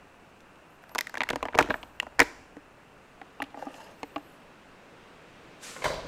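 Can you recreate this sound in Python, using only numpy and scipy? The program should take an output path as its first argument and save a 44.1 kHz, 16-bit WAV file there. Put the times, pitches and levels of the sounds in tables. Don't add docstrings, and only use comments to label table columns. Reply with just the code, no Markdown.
import sys
import numpy as np
from scipy import signal
from scipy.fft import rfft, irfft
from scipy.io import wavfile
from scipy.ndimage import uniform_filter1d

SR = 44100
rng = np.random.default_rng(int(sys.argv[2]) if len(sys.argv) > 2 else 0)


def boost_factor(decibels):
    exponent = np.asarray(decibels, float) / 20
    return 10 ** exponent


def generate_wav(signal):
    frames = np.transpose(np.atleast_2d(signal))
    scaled = np.clip(frames, -1, 1) * 32767
    pcm = np.round(scaled).astype(np.int16)
    wavfile.write(sys.argv[1], SR, pcm)


N = 267731
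TIME = np.arange(N) / SR
SILENT_DB, ANY_HZ = -120, 1500

# (time [s], latch level [dB], latch pitch [Hz], crack level [dB], shell level [dB])
LIFT = [(0.8378, -41, 1520, -54, -48), (0.8933, -44.5, 1850, -47, -52), (0.9164, -55, 1700, -60, -40),
        (0.9494, -24.5, 1390, -27, -37), (0.9562, -23.5, 1350, -34, -20), (0.9822, -38, 4330, -23.5, -31),
        (0.987, -10.5, 2110, -16.5, -30), (1.0086, -16.5, 2020, -20.5, -33), (1.0444, -44, 1700, -58, -58),
        (1.07, -22, 1990, -34, -41), (1.095, -34, 1710, -38, -45), (1.1412, -28, 1600, -37, -30.5),
        (1.1535, -22.5, 1920, -40, -33), (1.1719, -21, 1690, -36, -29), (1.1794, -46, 4080, -35.5, -46),
        (1.2055, -13, 2090, -58, -20.5), (1.2163, -15.5, 2160, -52, -26), (1.2182, -21, 1860, -47, -23),
        (1.2338, -19, 1900, -30, -34), (1.2702, -35, 1420, -64, -55), (1.2891, -16.5, 2220, -28, -31)]
SWING = [(1.298, -26, 1860, -43, -46), (1.3023, -24.5, 3200, -26, -24), (1.306, -20, 1560, -32, -26.5),
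         (1.33, -36, 2940, -40, -42), (1.3333, -27, 2270, -46, -24), (1.358, -25, 1750, -29.5, -18.5),
         (1.4063, -37, 1410, -68, -44), (1.4276, -23.5, 2400, -32.5, -19), (1.4374, -40, 1410, -59, -46),
         (1.4537, -25, 1840, -39, -22), (1.4616, -32, 1670, -62, -40), (1.4737, -54, 1410, -53, -45),
         (1.4845, -27.5, 1940, -62, -28)]
RELEASE = [(1.5263, -46, 3070, -68, -39), (1.5326, -31, 1460, -61, -46), (1.5435, -32, 2100, -58, -26),
           (1.5486, -20.5, 2290, -44, -22.5), (1.5536, -40, 4430, -36, -27),
           (1.5726, -50, 1410, -52, -24.5), (1.5773, -20, 1910, -30.5, -37),
           (1.5874, -6.5, 2350, -15, -7.5), (1.5906, -7, 1850, -21, -13.5), (1.5957, -18, 1580, -34, -25),
           (1.6005, -17, 1380, -34, -26.5), (1.6076, -13, 1380, -29, -22), (1.6112, -26, 1410, -27, -19.5),
           (1.6254, -21, 2430, -30, -30), (1.6431, -36, 1410, -55, -38), (1.6598, -40, 1930, -48, -33.5),
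           (1.6734, -34, 1430, -54, -43), (1.6872, -38, 1970, -47, -37), (1.6991, -34, 2020, -50, -34),
           (1.7037, -18, 1560, -52, -24), (1.7076, -20, 1550, -42, -18), (1.7411, -16.5, 1570, -60, -25),
           (1.7554, -41, 1790, -58, -32.5)]
STOP = [(1.8294, -30, 2720, -58.5, -42), (1.834, -38, 2800, -53, -33.5), (1.9995, -22, 2600, -33, -35),
        (2.0244, -50, 2660, -44, -38), (2.029, -39, 1410, -45, -29), (2.0671, -34, 1584, -54, -34),
        (2.1223, -45.5, 1500, -68, -48), (2.1872, -36, 1500, -60, -33), (2.1929, -4, 1800, -15, -24),
        (2.1986, -10, 1740, -34.5, -16), (2.2016, -1, 2050, -11, -12), (2.2117, -13, 1740, -31, -35),
        (2.2175, -10, 1750, -27, -17.5)]
# (time [s], level [dB])
TOUCHES = [
    (.405, -51),
    (.557, -56),
]
# (time [s], level [dB])
THUDS = [(0.9494, -36), (1.1794, -38), (1.304, -24.5), (1.33, -23.5), (1.5536, -21), (1.6076, -19),
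         (1.6431, -28), (1.6872, -29), (1.6991, -24.5), (2.1939, -22.5), (2.2117, -18)]
# (pitch [Hz], level [dB], t60 [s])
SHELL = [(626, 0.5, 0.035), (763, 2.5, 0.021), (866, -3.5, 0.032), (918, -8, 0.066), (978, -1, 0.035),
         (1173, 2, 0.018)]
# (pitch [Hz], level [dB], t60 [s])
HOUSING = [(249, -0.5, 0.075), (293.2, 1.5, 0.067), (360, 2, 0.05), (475, 4.5, 0.048)]


def lever():
    rows = linked(LIFT, under_db=-14) + linked(SWING, under_db=-11)
    rows += linked(RELEASE, under_db=-10.5) + linked(STOP, under_db=-11.5)
    rows += [(s, SILENT_DB, ANY_HZ, db, SILENT_DB, SILENT_DB) for s, db in TOUCHES]
    detents = blows(rows, SHELL, HOUSING, latch_t60=0.018, crack_t60=0.013, damping=0.27, firm=6.5)
    return detents + blows(dull(THUDS), SHELL, HOUSING)


# (top reached [s], level [dB], rise [s], fall [s], hold if any [s])
GRIND = [
    (1.595, -34.5, 0.016, 0.063),
    (1.703, -40, 0.01, .04),
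    (2.2, -29, .006, .045),
]
# (frequency [Hz], density [dB per Hz])
HINGE = [(300, -23), (800, 1), (1800, 0.5), (3000, 2), (5000, -10), (9000, -27), (16000, -35)]


def grind():
    return coloured(HINGE, patchy_db=2) * flicker(3.5, width=60) * strokes(GRIND)


# (time [s], latch level [dB], latch pitch [Hz], crack level [dB], shell level [dB])
PULL = [(2.5672, -40, 1580, -54.5, -42.5), (3.2147, -34.5, 1800, -59, -34.5), (3.4018, -40, 2700, -66, -26),
        (3.4197, -17, 1820, -48, -33), (3.4235, -42, 1630, -34, -31), (3.439, -37, 2900, -54, -42),
        (3.5038, -54, 3200, -57, -60), (3.5437, -41, 1750, -63, -33.5), (3.573, -46, 1550, -54, -31),
        (3.5919, -43, 1670, -51, -36), (3.6237, -33.5, 1420, -52, -29), (3.6533, -49, 1930, -53, -43),
        (3.6681, -49, 1750, -65, -30.5), (3.7419, -37, 2650, -48, -42.5), (4.0306, -28, 2240, -43, -31),
        (4.1601, -28.5, 2580, -56, -26.5), (4.1638, -34, 1320, -57, -28), (4.1794, -42, 1410, -51, -40)]
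# (time [s], level [dB])
CUP_THUDS = [
    (2.5672, -37),
    (3.4268, -36),
    (3.6681, -33),
    (4.0316, -32),
    (4.163, -31),
]
# (pitch [Hz], level [dB], t60 [s])
HOLDER_SHELL = [(576, -16, 0.062), (684, -2.5, 0.047), (782, -2, 0.041), (815, 5.5, 0.036),
                (1160, -6, 0.03)]
# (pitch [Hz], level [dB], t60 [s])
HOLDER_CUP = [(287, 4, 0.09), (361, -14, 0.099), (455, 2.5, 0.044)]


def holder():
    tugs = blows(linked(PULL, under_db=-9.5), HOLDER_SHELL, HOLDER_CUP,
                 latch_t60=0.023, crack_t60=0.018, damping=0.33, firm=5.0)
    return tugs + blows(dull(CUP_THUDS), HOLDER_SHELL, HOLDER_CUP)


# (time [s], level [dB])
SLIDE = [
    (3.53, -72),
    (3.6, -49),
    (3.736, -51),
    (3.866, -46),
    (3.95, -64),
]
# (pitch [Hz], width [Hz], level [dB])
RAILS = [(600, 240, 15.5), (850, 80, 12.5), (1125, 90, 4), (1710, 150, 7), (2750, 200, 5),
         (1500, 1300, -15)]
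# (top reached [s], level [dB], rise [s], fall [s], hold if any [s])
SLIDE_HISS = [
    (3.59, -65, .04, .12, .04),
    (3.74, -62.5, 0.095, .2, .11),
]
# (frequency [Hz], density [dB per Hz])
RUB = [(2500, -16), (4000, 3), (6600, 0), (9000, -4.5), (13000, -9), (16000, -18)]


def slide():
    slips = rng.standard_normal(N) * flicker(3.5, width=120)
    rails = within(slips, SLIDE[0][0], SLIDE[-1][0], RAILS, widen=3)
    hiss = coloured(RUB, patchy_db=3.0) * strokes(SLIDE_HISS) * flicker(1.7, width=200)
    return boost_factor(-18) * rails * level(SLIDE) + hiss


# (time [s], pitch [Hz], level [dB], t60
# [s])
PINGS = [(.8937, 13000, -48, .008), (.9493, 9000, -31, .007), (.9493, 11800, -30, .007),
         (.9493, 14500, -36, .007), (.9565, 6500, -34, .009), (.9827, 10400, -25, .006),
         (.9835, 5300, -22, .008), (.9827, 14500, -27, .006), (.9828, 1900, -22, .008),
         (.9872, 13900, -22, .007), (.9872, 2700, -20, .01), (.9875, 1020, -24, .02),
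         (1.0088, 12200, -23, .007), (1.0088, 5200, -24, .007), (1.0953, 12600, -42, .006),
         (1.1722, 3400, -32, .009), (1.2058, 3700, -24, .009), (1.2058, 6290, -32, .008),
         (1.2168, 3400, -22, .01), (1.2345, 3500, -25, .008), (1.2892, 14200, -36, .006),
         (1.2892, 1450, -26, .012), (1.3335, 1450, -28, .016), (1.4278, 4100, -30, .009),
         (1.454, 3000, -30, .01), (1.5488, 1450, -26, .015), (1.5876, 1220, -9, .022),
         (1.5876, 900, -12, .025), (1.5885, 1600, -14, .02), (1.6085, 1050, -18, .022),
         (1.7045, 3870, -28, .012), (1.7045, 1100, -20, .025), (1.7045, 1610, -14, .022),
         (1.7045, 12500, -44, .012),
         (1.9998, 2800, -7.5, .009), (2.0003, 1930, -15, .014), (1.9998, 7080, -29, .01),
              (1.9998, 5550, -31, .01), (1.9998, 4400, -28, .008), (1.9998, 9800, -32, .008),
              (1.9998, 13000, -38, .007), (2.1932, 5120, -12, .01), (2.1932, 4450, -17, .01),
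              (2.1932, 3400, -17, .008), (2.1932, 930, -17, .014), (2.2018, 1060, -9, .011),
              (2.2018, 6820, -15, .007), (2.2018, 9720, -29, .006), (2.202, 2850, -6, .008),
              (2.202, 3800, -15, .008), (2.2125, 6000, -28, .012), (2.218, 3800, -24, .012),
              (2.2295, 13500, -36, .009), (2.2295, 9500, -36, .009), (2.2295, 15200, -40, .009),
              (2.2295, 7500, -38, .009)]
# (time [s], pitch [Hz], level [dB], t60 [s])
HOLDER_PINGS = [(3.2148, 3600, -48, .01), (3.2148, 5000, -52, .01), (3.402, 2750, -30, .012),
                (3.4035, 1150, -27, .025), (3.4238, 11000, -30, .008), (3.4238, 6000, -35, .008),
                (3.4238, 2700, -30, .012), (3.439, 4000, -41, .01), (3.6265, 520, -32, .06),
                (3.592, 620, -37, .04), (3.669, 800, -35, .035), (4.031, 867, -24, .025),
                (4.031, 4360, -37, .014), (4.031, 3100, -39, .018), (4.031, 1910, -39, .02),
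                (4.031, 6400, -38, .01), (4.031, 5500, -43, .01), (4.1605, 3050, -37, .015),
                (4.1605, 4700, -46, .012), (4.1645, 2760, -33, .018), (4.1625, 1200, -28, .025),
                (4.1605, 2150, -36, .018), (4.18, 6600, -53, .012), (4.18, 2750, -47, .012)]


def pings():
    stiff_hz, stiff_law, rise_s = 3500, .4, .0004
    out, t = np.zeros(N), np.arange(1500) / SR
    rise = 1 - np.exp(-(t / rise_s) ** 2)
    for s, hz, db, t60 in PINGS + HOLDER_PINGS:
        short = min(1, (stiff_hz / hz) ** stiff_law)
        decay = boost_factor(db - 60 * t / t60 / short) / short
        out[round(s * SR):][:len(t)] += decay * np.sin(2 * np.pi * hz * t) * rise
    return out


# (top reached [s], level [dB], rise [s], fall [s], hold if any [s])
SHAKE = [
    (1.318, -53, .12, .15),
    (1.43, -46, .03, .12),
    (1.56, -54, .05, .05, .17),
    (1.78, -62, .05, .15, .27),
    (2.198, -55, .09, .42),
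    (5.92, -50, .045, .4, .15),
]


def rumble():
    band = signal.butter(2, [28, 70], "band", fs=SR, output="sos")
    low = signal.sosfilt(band, rng.standard_normal(N))
    return evened(low) * strokes(SHAKE)


# (time [s], latch level [dB], latch pitch [Hz], crack level [dB], shell level [dB])
KNOCKS = [
    (5.7632, -30, 2020, -51, -31.5),
    (5.8202, -31, 2110, -55, -26),
    (5.8412, -18, 2000, -25, -17),
    (5.8542, -20, 1000, -67, -15.5),
    (5.8612, -25, 1050, -45, -22),
    (5.9012, -28, 1510, -43.5, -45),
    (5.9392, -39, 3400, -46, -49),
]
# (time [s], level [dB])
FAR_THUDS = [
    (5.8622, -21),
    (5.8532, -22),
    (5.9012, -21),
    (5.9392, -28.5),
    (5.9792, -30.5),
]
# (pitch [Hz], level [dB], t60 [s])
FAR_SHELL = [(823, -8.5, 0.065), (999, 3, 0.035), (1210, -11, 0.047), (1550, -4.5, 0.06),
             (2090, -2.5, 0.028), (3185, -14.5, 0.055)]
# (pitch [Hz], level [dB], t60 [s])
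FAR_HOUSING = [(329, -1, 0.046), (422, 0.5, 0.061), (515, 13.5, 0.036), (588, -1.5, 0.095),
               (640, 11.5, 0.05)]


def far_knocks():
    rows = linked(KNOCKS, under_db=-6.5) + dull(FAR_THUDS)
    return blows(rows, FAR_SHELL, FAR_HOUSING, latch_t60=0.065, crack_t60=0.17, damping=0.36, firm=1)


# (top reached [s], level [dB], rise [s], fall [s], hold if any [s])
RATTLE = [
    (5.822, -41, .004, .03, .016),
    (5.844, -32, .004, .08, .012),
    (5.88, -44, .02, .04, .11),
]
# (pitch [Hz], width [Hz], level [dB])
BIN = [(700, 200, -2), (1000, 200, -3), (1520, 200, -11), (2100, 250, -3), (3140, 200, -10),
       (3950, 500, -2), (4600, 500, -4), (5400, 600, -16)]


def rattle():
    knocks = rng.standard_normal(N) * flicker(4.5, width=50)
    return boost_factor(-7) * within(knocks, 5.8, N / SR, BIN, widen=3) * strokes(RATTLE)


# (top reached [s], level [dB], rise [s], fall [s], hold if any [s])
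SWISH = [
    (5.635, -43.5, 0.028, .28, .05),
    (5.86, -42, .03, 0.08),
]
# (frequency [Hz], density [dB per Hz])
SWISH_COLOUR = [(530, -33), (900, -6), (1750, 0), (2730, -2.5), (5410, -4), (7580, -2), (13200, -19),
                (16000, -31)]


def swish():
    return coloured(SWISH_COLOUR, patchy_db=0.0) * strokes(SWISH)


# (frequency [Hz], level [dB])
CRACK = [(1200, -25.5), (2500, 5.5), (4500, -2), (6800, -5), (9000, -13), (12000, -17), (15500, -19),
         (17000, -54.5)]
# (pitch [Hz], level [dB], t60 [s])
COUNTER = [(44.7, -30, 0.22), (77.4, -14, 0.044), (137, -14.5, 0.067)]


def blows(rows, shell, housing, latch_t60=1, crack_t60=1, damping=1, firm=1):
    out, t = np.zeros(N + SR), np.arange(4500) / SR
    grid_hz = np.linspace(0, SR / 2, 129)
    bright = signal.minimum_phase(signal.firwin2(255, grid_hz, boost_factor(2 * read(CRACK, grid_hz)), fs=SR))
    chances = rng.standard_normal((len(rows), 2100))
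    for (s, latch_db, hz, crack_db, shell_db, housing_db), c in zip(rows, chances):
        y = boost_factor(shell_db) * ring(shell, t, c[-12:], scatter_db=2.5, rise_s=0.00059)
        y += boost_factor(housing_db) * ring(housing, t, c[-18:], scatter_db=2.5, rise_s=0.002)
        y += boost_factor(1.323 * housing_db - 7) * ring(COUNTER, t, c[-24:], scatter_db=7, rise_s=0.0021)
        if crack_db > SILENT_DB:
            latch = resonate(chatter(c[:2000], latch_t60, firm), hz, damping * hz)
            latch = resonate(latch, hz * 0.96, 1.4 * hz)
            latch = resonate(latch, hz * 0.92, 1.4 * hz)
            crack = signal.lfilter(bright, 1, chatter(c[:2000], crack_t60, firm))
            crack = crack - .35 * np.roll(crack, 7 + int(9 * abs(c[-30])))
            y[:2000] += boost_factor(latch_db) * peaked(latch) + boost_factor(crack_db + 5.5) * peaked(crack)
        out[round(s * SR):][:len(y)] += y
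    return out[:N]


def chatter(chance, t60, firm):
    n = np.arange(len(chance))
    touch = 26
    lead_in = .5 * (n / touch) ** 2
    shape = np.where(n < touch, lead_in, boost_factor(-60 * (n - touch) / SR / t60))
    z = rfft((chance + firm * (n == touch)) * shape)
    even = irfft(z / np.sqrt(uniform_filter1d(abs(z) ** 2, size=24)))
    return even * np.minimum(n / 12, 1) * np.cos(np.pi / 2 * n / len(n)) ** 4


def ring(modes, t, chance, scatter_db, rise_s):
    hz, db, t60 = np.transpose(modes)[:, :, None]
    c = np.clip(chance[:len(hz), None], -2, 2)
    detuned = hz * (1 + 0.028 * c[::-1])
    waves = boost_factor(db + scatter_db * c - 60 * t / t60) * np.sin(2 * np.pi * detuned * t)
    return peaked((np.sign(c[::-1]) * waves).sum(0) * (1 - np.exp(-t / rise_s)))


def linked(rows, under_db):
    return [(*row, row[-1] + under_db) for row in rows]


def dull(rows):
    return [(s, SILENT_DB, ANY_HZ, SILENT_DB, SILENT_DB, db) for s, db in rows]


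def resonate(x, hz, width):
    r = np.exp(-np.pi * width / SR)
    return 2 * signal.lfilter([1 - r], [1, -r * np.exp(2j * np.pi * hz / SR)], x).real


def within(x, from_s, to_s, peaks, widen):
    out, span = np.zeros(N), slice(round(from_s * SR), round(to_s * SR))
    for hz, width, db in peaks:
        once = resonate(x[span], hz, width)
        out[span] += boost_factor(db) * evened(resonate(once, hz, widen * width))
    return out


def strokes(rows):
    gain = np.zeros(N)
    for s, db, rise, fall, *hold in rows:
        before = (s - TIME) / abs(rise)
        after = (TIME - s - sum(hold)) / abs(fall)
        gain += boost_factor(db - 20 * np.maximum(np.maximum(before, after), 0))
    return gain


def level(rows):
    s, db = np.transpose(rows)[[0, -1]]
    return boost_factor(np.interp(TIME, s, db, -200, -200))


def flicker(depth_db, width):
    slow = uniform_filter1d(rng.standard_normal(N), size=width)
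    return boost_factor(depth_db * evened(uniform_filter1d(slow, size=width)))


def coloured(points, patchy_db):
    a, b, patches = rng.standard_normal((N // 256 + 5, 513, 3)).T
    patches = uniform_filter1d(patches, size=12, axis=0)
    patches = evened(uniform_filter1d(patches, size=10, axis=1))
    colour_db = read(points, np.fft.rfftfreq(1024, 1 / SR))[:, None]
    z = (a + 1j * b) * boost_factor(colour_db + patchy_db * patches)
    return evened(signal.istft(z, nperseg=1024, noverlap=768)[1][:N])


def read(points, hz):
    f, value = np.transpose(points)
    return np.interp(np.log(hz + 1), np.log(f + 1), value)


def evened(x):
    return x / np.sqrt(np.mean(x ** 2) + 1e-20)


def peaked(x):
    return x / abs(x).max()


# (frequency [Hz], t60 [s])
KITCHEN = [(100, 0.76), (500, 0.75), (2000, 0.56), (6000, 0.7), (14000, 0.42)]
# (frequency [Hz], level [dB])
ROOM_COLOUR = [(300, 0.5), (1300, 0.5), (2000, -3.5), (2800, 0), (4000, 2.5), (9000, 1.5), (15000, 0)]


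def kitchen(x, gap_s):
    out, at, tails = np.zeros(N), np.arange(0, SR - 20, 20), 3
    for k in range(tails):
        taps = np.zeros(SR)
        taps[at + rng.integers(0, 20, len(at))] = rng.choice([-1., 1.], len(at))
        taps *= np.clip(np.arange(SR) / SR / gap_s - 1, 0, 1)
        hz, t, z = signal.stft(taps, SR, nperseg=256)
        fade_db = read(ROOM_COLOUR, hz)[:, None] - 60 * t / read(KITCHEN, hz)[:, None]
        tail = signal.istft(z * boost_factor(fade_db), SR, nperseg=256)[1]
        share = np.sqrt(2 / tails) * np.cos(np.pi * (TIME / .025 - k / tails))
        out += signal.fftconvolve(x * share, tail / np.linalg.norm(tail))[:N]
    return out


# (pitch [Hz], width [Hz], level [dB])
SUPPLY = (14940, 90, -89)
# (pitch [Hz], width [Hz], level [dB])
MOTOR = [(7990, 80, -3), (7250, 100, -9), (9000, 3500, 0), (14700, 200, -9), (12100, 100, -12),
         (13000, 110, -5), (13350, 90, -6), (13700, 80, 0)]
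# (top reached [s], level [dB], rise [s], fall [s], hold if any [s])
MOTOR_RUNS = [
    (1.73, -70, .035, 0.33),
    (4.0, -79, .12, .2, .3),
]
# (start [s], length [s], from pitch [Hz], to pitch [Hz], level [dB])
ARCS = [(.69, .085, 12024, 12173, -77), (.66, .11, 8600, 10200, -84), (.9, .054, 12100, 12100, -72),
        (.903, .05, 11600, 11800, -68), (.9, .05, 9600, 9500, -86), (4.18, 0.23, 11200, 9200, -75)]
# (start [s], length [s], from pitch [Hz], to pitch [Hz], level [dB])
GLIDES = [(.81, .045, 12500, 14500, -80), (4.3, .12, 14400, 12300, -84), (.7, .04, 12400, 14100, -82),
          (.77, .09, 8100, 9100, -84), (.86, .06, 8500, 10100, -82), (.855, .05, 11600, 12500, -84),
          (.81, .03, 10100, 10900, -85), (4.415, .04, 12300, 12700, -84), (4.08, .1, 9900, 11300, -86)]


def camera():
    noise = rng.standard_normal(N)
    hz, width, db = SUPPLY
    supply = boost_factor(db) * evened(resonate(resonate(noise, hz, width), hz, width))
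    motor = sum(within(noise, s - .2, s + .6, MOTOR, widen=1) for s, *_ in MOTOR_RUNS)
    motor = motor * flicker(2.5, width=400) * strokes(MOTOR_RUNS)
    tones = whistles(ARCS, arch=.1) + whistles(GLIDES, arch=0)
    return supply + motor + tones * flicker(3.5, width=250)


def whistles(rows, arch):
    out, ends_db = np.zeros(N), -15
    for s, length, from_hz, to_hz, db in rows:
        u = np.arange(0, 1, 1 / SR / length)
        bow = 4 * u * (1 - u)
        hz = (from_hz + (to_hz - from_hz) * u) * (1 + arch * bow)
        tone = np.sqrt(2) * np.sin(2 * np.pi * np.cumsum(hz) / SR)
        out[round(s * SR):][:len(u)] += boost_factor(db + ends_db * (1 - bow)) * tone
    return out


# (frequency [Hz], density [dB per Hz])
AIR = [(20, 1), (65, -10.5), (110, -3.5), (450, -4.5), (1500, -8), (2200, -15), (2700, -11.5), (3200, -22),
       (4500, -27), (8500, -30), (11000, -37), (16000, -41)]
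# (frequency [Hz], density [dB per Hz])
STREET = [(71, -39), (155, -1.5), (368, -5), (474, -3), (814, -9), (2630, -13), (9000, -34.5), (12500, -85)]
# (time [s], level [dB])
STREET_LEVEL = [
    (0, -69),
    (2.6, -73),
    (3.3, -60),
    (4.6, -58),
    (5.6, -53.5),
    (6.07, -46.5),
]


def background():
    room = coloured(AIR, patchy_db=.5) * boost_factor(-55)
    return room + coloured(STREET, patchy_db=1) * level(STREET_LEVEL)


def scene():
    near = lever() + holder() + slide() + grind()
    rings = pings()
    far = far_knocks() + rattle()
    wet = boost_factor(-21) * kitchen(near + boost_factor(-5) * rings, gap_s=0.007)
    wet += boost_factor(-8.0) * kitchen(far, gap_s=0.0054)
    mix = near + rings + boost_factor(-2.5) * far + swish() + wet + rumble() + background() + camera()
    return mix[None]


def roll_off(x):
    return signal.sosfilt(signal.butter(12, 16800, fs=SR, output="sos"), x)


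def record(dry):
    ceiling = .95
    limited = ceiling * np.tanh(dry / ceiling)
    edge = signal.butter(14, 15950, fs=SR, output="sos")
    return roll_off(signal.sosfilt(edge, limited))


dry = scene()
out = record(dry)
generate_wav(out)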